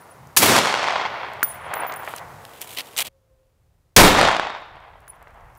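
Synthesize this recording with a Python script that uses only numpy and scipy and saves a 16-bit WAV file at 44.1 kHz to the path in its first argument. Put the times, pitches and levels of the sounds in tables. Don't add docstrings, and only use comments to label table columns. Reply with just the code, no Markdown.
import sys
import numpy as np
from scipy import signal
from scipy.fft import rfft, irfft, next_fast_len
from scipy.io import wavfile
from scipy.ndimage import uniform_filter1d, minimum_filter1d, map_coordinates

SR = 44100
rng = np.random.default_rng(int(sys.argv[2]) if len(sys.argv) > 2 else 0)


def gain_from_decibels(decibels):
    exponent = np.asarray(decibels, float) / 20
    return 10 ** exponent


def to_wav(s):
    ch = np.atleast_2d(s).T
    pcm = np.round(np.clip(ch, -1, 1) * 32767)
    wavfile.write(sys.argv[1], SR, pcm.astype(np.int16))


N = 246059
T = np.arange(N) / SR
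JOIN_S = 3.087

# (30-120 Hz, before its wobble).
FLOOR = [
    [(0, -68, -46), (1.2, -71.5, -41.5), (2.3, -63.5, -43), (3.085, -62, -48)],
    [(3.09, -85.5, -67), (4.3, -85, -59.5), (5.58, -77.5, -55)],
]
# frequency in Hz, density in dB per Hz, before scaling.
HISS_SPECTRUM = [(150, 13.5), (500, 19), (1500, 7.5), (3000, 2.5), (8000, -0.5), (15000, -2)]
# frequency in Hz, density in dB per Hz, before scaling.
RUMBLE_SPECTRUM = [(15, -19), (30, -3.5), (55, -4.5), (90, -7), (140, -11), (250, -31.5), (500, -89.5)]
# time in seconds, pitch in Hz, level in dB before its wobble.
HOOT = [(3.089, 547, -61), (3.16, 537, -61.5), (3.219, 527.7, -72), (3.37, 524, -61), (3.5, 526, -75.5),
        (3.56, 517, -87)]
# start in seconds, length in seconds,
# starting level in dB (6-14 kHz, before the swell), change in dB per second,
# scrape (2.3-4.7 kHz) over it in dB.
RUSTLE = [(1.43, 0.16, -50, -70, -10), (2.0, .2, -51, -1.2, 2), (2.36, .73, -58, 5.5, 1),
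          (2.608, .05, -34.5, -290, -3), (2.631, 0.19, -47.5, -9.5, -2.7), (2.762, .052, -44, 120, 11.5),
          (2.968, .061, -25.5, -60, 1.5), (3.035, .05, -51, 92.5, 4.5)]
# start in seconds, level in dB before the band filter,
# centre in Hz.
TICKS = [(.272, -40.5, 7160), (1.335, -33.5, 9000), (1.923, -22, 4900), (1.939, -28, 8000),
         (2.0479, -31.5, 10100), (2.094, -26.5, 13600), (2.163, -19, 8800), (2.183, -22, 3760),
         (2.4515, -19, 2580), (2.616, -17, 10100), (2.787, -12.5, 3240), (2.807, -14, 2730),
         (2.965, -13.5, 3490), (2.971, -13.5, 9080), (2.979, -9, 5904), (2.988, -5.5, 4980),
         (3.005, -5.5, 6920), (3.076, -23, 3970), (5.005, -46.5, 11000), (5.227, -40, 8940),
         (5.552, -44.5, 7340)]
# time in seconds,
# click in dB before its filter, low ring in dB, high ring in dB (rings before the tumbling wobble).
CASE_SOUNDS = [(0.0, -70, -55, -55), (.1, -62, -56, -58), (1.4301, -1.5, -29.5, -21.5),
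               (1.7379, -13.5, -45, -51), (1.752, -48, -42, -31), (1.866, -30.5, -53, -34.5),
               (1.959, -37, -51, -36.5), (5.079, -34, -44.5, -51), (5.572, -52, -63, -60)]
# frequency in Hz, t60 in seconds, level changes per second.
CASE_RINGS = [
    [(9765, 0.4, 76), (14800, 0.203, 81)],
    [(10000, 0.15, 140), (14460, 0.22, 120)],
]
# frequency in Hz, resonance width in Hz (applied twice),
# gain in dB over the click's level.
GROUND_KNOCK = [(1500, 605, 28), (300, 340, 14)]
# start in seconds, frequency in Hz, resonance width in Hz
# (applied twice), level in dB before decay, t60 in seconds.
RESONANCES = [(.45, 2200, 119.2, -31, 2.3), (.45, 5454, 148, -32, 1.1), (4.03, 3656, 290, -18, .94),
              (4.03, 7570, 270, -25.5, 0.64)]
# travel counted from, in seconds, early bass lift in dB before
# its frequency weight, tilt in dB per octave, share (0-1) of the treble loss that strong reflections escape.
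SHOTS = [(-1.5, 11.5, -3.5, .1), (0.45, 6, -0.56, 0.2), (4, 3.5, -3.5, .45)]
# loudest at in seconds,
# level in dB (0.5-2 kHz), swell in dB per second, fade in dB per second.
ANSWERS = [
    [(0.0041, -49.5, 900, 7)],
    [(.368, -29, 899, 30), (.424, -17, 898, 89.5), (.495, -20, 149.5, 62), (.52, -26.5, 198, 17),
     (.92, -27, 18.5, 39.5), (1.76, -30, 87, 32), (2.0, -38.5, 28.5, 52), (2.5, -52, 8, 4)],
    [(3.967, -3, 895.5, 69), (4.2, -17, 39.5, 58.5), (4.8, -51.5, 30, 21), (5.3, -50, 39, 21)],
]
# start in seconds, level in dB before colouring.
SLAPS = [(0.559, 1), (.657, 0.5), (0.741, 1.5), (.774, -7), (.842, -2), (.885, -2), (0.924, -4.5),
         (0.958, -3.5), (1.035, -21), (1.735, -6.5), (1.821, -30), (1.847, -14.5), (1.897, -8), (2.076, -6),
         (2.138, -13.5), (4.131, 3.5), (4.186, 7.5), (4.213, 12), (4.286, 3.5), (4.314, 1), (4.366, 2),
         (4.397, 1), (4.502, -10), (5.272, -28)]
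# frequency in Hz, level in dB.
FRESH_COLOUR = [(500, -2), (1000, 0), (2000, -3), (4000, -5), (8000, -8.5), (16000, -10)]
# frequency in Hz, loss in dB per second of travel.
AIR_LOSS = [(1000, 6.78), (2000, 9.5), (3000, 15.8), (4000, 21.7), (5500, 31.4), (8000, 53.7), (11000, 90),
            (16000, 150)]
# start in seconds, starting level in dB, t60 in seconds, centre in Hz,
# width in Hz.
BURSTS = [(0.3649, -14.5, 0.25, 9120, 14000), (0.3716, -5, 0.12, 7660, 14000),
          (0.3694, -6, 0.036, 1094, 1500), (3.964, 8.5, 0.07, 2971, 6000), (3.981, 11, 0.29, 400, 880)]
# start in
# seconds, # signed size before shaping, time constant in seconds.
PUSHES = [(.4165, .8, .001), (.446, .6, .0015), (.494, .5, .002), (3.981, 6, .004), (4.02, -2.5, .03)]

FAINT_TICKS_PER_S, FAINT_MAX_DB = 12, -49
SWELL_SHARE, STOP_S = .25, .005
RIM_DELAY_S = .0015
SMEAR_S, SMEAR_PER_S = .0015, .0015


def along(points, hz):
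    f, v = np.transpose(points)
    return np.interp(np.log(hz + 1), np.log(f + 1), v)


def filtered(x, response):
    m = next_fast_len(len(x) + 8192)
    return irfft(rfft(x, m) * response(np.fft.rfftfreq(m, 1 / SR)), m)[:len(x)]


def peak(f, hz, width_hz):
    return 1j * f * width_hz / (hz * hz - f * f + 1j * f * width_hz)


def noise(count=N):
    return rng.standard_normal(count)


def band_unit(x, lo_hz, hi_hz):
    return x / np.std(filtered(x, lambda f: (f > lo_hz) & (f < hi_hz)))


def wobble(knots_per_s):
    return map_coordinates(rng.standard_normal(int(N * knots_per_s / SR) + 4), [T * knots_per_s])


def gain(rows, column):
    rows = np.array(rows)
    return gain_from_decibels(np.interp(T, rows[:, 0], rows[:, column], -200, -200))


def crackle(clicks_per_s, spread_db):
    signs = (rng.random(N) < clicks_per_s / SR) * rng.choice([-1, 1], N)
    x = signs * gain_from_decibels(spread_db * np.minimum(rng.exponential(size=N), 2.5))
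    return x / np.std(x)


def add(track, start_s, x):
    part = track[round(start_s * SR):][:len(x)]
    part += x[:len(part)]


def background():
    grainy = noise() + 0.23 * crackle(54, spread_db=1.5)
    hiss = band_unit(filtered(grainy, lambda f: gain_from_decibels(along(HISS_SPECTRUM, f))), 10500, 14000)
    rumble = band_unit(filtered(noise(), lambda f: gain_from_decibels(along(RUMBLE_SPECTRUM, f))), 30, 120)
    rumble = rumble * gain_from_decibels(2.5 * wobble(9))
    s, hz, _ = np.transpose(HOOT)
    phase = 2 * np.pi * np.cumsum(np.interp(T, s, hz)) / SR
    tone = np.sin(phase) + .11 * np.sin(2 * phase + 1.5 * wobble(30))
    hoot = gain(HOOT, column=2) * gain_from_decibels(4 * wobble(25)) * tone
    return hoot + sum(gain(rows, column=1) * hiss + gain(rows, column=2) * rumble for rows in FLOOR)


def rustle():
    slips = signal.fftconvolve(np.abs(crackle(310, spread_db=-1)), np.exp(-T[:256] / 0.002))[:N]
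    grains = crackle(5000, spread_db=2) + .6 * noise()
    grains = grains * (1.1 + slips / np.std(slips))
    bright = band_unit(filtered(grains, lambda f: peak(f, 8500, 11000)), 6000, 14000)
    scrape = filtered(grains, lambda f: peak(f, 2870, 2500) ** 2 + .5 * peak(f, 1000, 2000))
    scrape = band_unit(scrape, 2300, 4700)
    out = np.zeros(N)
    for s, length_s, db, db_per_s, scrape_db in RUSTLE:
        swell = (T - s) / (SWELL_SHARE * length_s)
        stop = (s + length_s - T) / STOP_S
        moving = np.clip(np.minimum(swell, stop), 0, 1) * (T < JOIN_S)
        level = gain_from_decibels(db + db_per_s * np.clip(T - s, 0, length_s))
        out += moving * level * (bright + gain_from_decibels(scrape_db) * scrape)
    return out


def ticks():
    out, t = np.zeros(N), T[:1024]
    draws = rng.random((round(FAINT_TICKS_PER_S * N / SR), 3))
    faint = [(s * N / SR, FAINT_MAX_DB - 8 * a, 5000 + 7000 * b) for s, a, b in draws]
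    faint = [row for row in faint if not JOIN_S < row[0] < SHOTS[-1][0]]
    for s, db, hz in TICKS + faint:
        puff = noise(len(t)) * gain_from_decibels(-60 * t / .007)
        add(out, s, gain_from_decibels(db) * filtered(puff, lambda f: peak(f, hz, .7 * hz)))
    return out


def cases():
    out, knocks, t = np.zeros(N), np.zeros(N), T[:SR // 2]
    ends = [row[0] for row in CASE_SOUNDS[1:]] + [N / SR]
    for (s, db, *ring_dbs), end in zip(CASE_SOUNDS, ends):
        click = noise(len(t)) * gain_from_decibels(db - 60 * t / 0.0058)
        click = filtered(click, lambda f: peak(f, 11000, 10000))
        ring = np.zeros(len(t))
        for ring_db, (hz, t60_s, changes_per_s) in zip(ring_dbs, CASE_RINGS[int(s > JOIN_S)]):
            tumble_db = 5.9 * wobble(changes_per_s)[:len(t)]
            ring += gain_from_decibels(ring_db + tumble_db - 60 * t / t60_s) * np.sin(2 * np.pi * hz * t)
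        add(out, s + RIM_DELAY_S, click + ring * (t < end - s))
        add(knocks, s - .001, gain_from_decibels([db]))
    return out + filtered(knocks, lambda f: sum(gain_from_decibels(db) * peak(f, hz, width_hz) ** 2
                                                for hz, width_hz, db in GROUND_KNOCK))


def resonances():
    out = np.zeros(N)
    for s, hz, width_hz, db, t60_s in RESONANCES:
        t = np.clip(T - s, 0, None)
        narrow = filtered(noise(), lambda f: peak(f, hz, width_hz) ** 2)
        out += gain_from_decibels(db - 60 * t / t60_s) * (1 - np.exp(-t / .01)) * narrow / np.std(narrow)
    return out


def roll(rows):
    db = [level + np.minimum(swell * (T - s), fade * (s - T)) for s, level, swell, fade in rows]
    first_s = rows[0][0]
    same_stretch = (T < JOIN_S) == (first_s < JOIN_S)
    return np.sqrt(np.sum(gain_from_decibels(db) ** 2, axis=0)) * (T > first_s - .003) * same_stretch


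def strong_reflections():
    slaps, t = np.zeros(N), T[:512]
    wave = np.sin(2 * np.pi * 1500 * t) * np.exp(-t / 0.00039)
    for s, db in SLAPS:
        travel_s = s - max(row[0] for row in SHOTS if row[0] < s)
        tail = noise(len(t)) * np.exp(-t / (SMEAR_S + SMEAR_PER_S * travel_s))
        add(slaps, s, gain_from_decibels(db) * (wave / (1 + .6 * travel_s) + 0.5 * tail))
    return slaps


def echoes():
    slaps = strong_reflections()
    puff = noise(512) * np.exp(-T[:512] / 0.0013)
    clumps = signal.fftconvolve(crackle(140, spread_db=5), puff)[:N]
    dense = noise() + .7 * clumps / np.std(clumps)
    f, t, z = signal.stft(np.array([dense, slaps]), SR, nperseg=1024)
    band = (f > 500) & (f < 2000)
    air_db_per_s = along(AIR_LOSS, f)[:, None]
    bass_weight = along([(60, 1.5), (250, 1.23), (700, 0.045)], f)[:, None]
    out = np.zeros(N)
    for k, ((travel_from_s, bass_db, tilt_db, hard_share), rows) in enumerate(zip(SHOTS, ANSWERS)):
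        travel_s = np.clip(t - travel_from_s, 0, 2.2)
        fresh_db = along(FRESH_COLOUR, f) + tilt_db * np.log2(1 + f / 1000)
        colour_db = fresh_db[:, None] - air_db_per_s * travel_s
        colour_db += bass_weight * (bass_db - 17 * (1 - np.exp(-(travel_s / 0.29) ** 2)))
        colour = gain_from_decibels(colour_db)
        colour /= np.sqrt(np.mean(colour[band] ** 2, axis=0))
        shine = gain_from_decibels(hard_share * air_db_per_s * travel_s)
        coloured = z * [colour / np.sqrt(band.mean()), colour * shine]
        carpet, single = signal.istft(coloured, SR, nperseg=1024)[1][:, :N]
        out += roll(rows) * carpet * gain_from_decibels(1.2 * wobble(30))
        if k > 0:
            out += single * ((T < JOIN_S) == (travel_from_s < JOIN_S))
    return out


def blasts():
    out, t = np.zeros(N), T[:SR // 2]
    for s, db, t60_s, hz, width_hz in BURSTS:
        burst = filtered(noise(len(t)), lambda f: peak(f, hz, width_hz))
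        add(out, s, gain_from_decibels(db - 60 * t / t60_s) * burst / np.std(burst))
    for s, size, length_s in PUSHES:
        onset = 1 - np.exp(-t / 0.00052)
        add(out, s, size * (1 - t / length_s) * np.exp(-t / length_s) * onset)
    return out


def scene():
    return (background() + rustle() + ticks() + cases() + resonances() + echoes() + blasts())[None]


def roll_off(x):
    return signal.sosfilt(signal.butter(12, 15790, fs=SR, output="sos"), x)


def record(dry):
    clip_level, keep = .97, np.exp(-1 / (.003 * SR))
    x = dry[0] / (1 + np.abs(dry[0] / clip_level) ** 8) ** (1 / 8)
    power = signal.lfilter([1 - keep], [1, -keep], x ** 2)
    held = -minimum_filter1d(-power, size=5001, origin=2500)
    x = x / np.sqrt(1 + (uniform_filter1d(held, size=101) / .55) ** 2)
    first = filtered(x * (T < JOIN_S), lambda f: (1j * f / (85 + 1j * f)) ** 4)
    second = filtered(x * (T >= JOIN_S), lambda f: 1j * f / (12 + 1j * f))
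    mix = filtered(first + second, lambda f: np.clip((15950 - f) / 400, 0, 1))
    return roll_off(mix[None])


dry = scene()
out = record(dry)
to_wav(out)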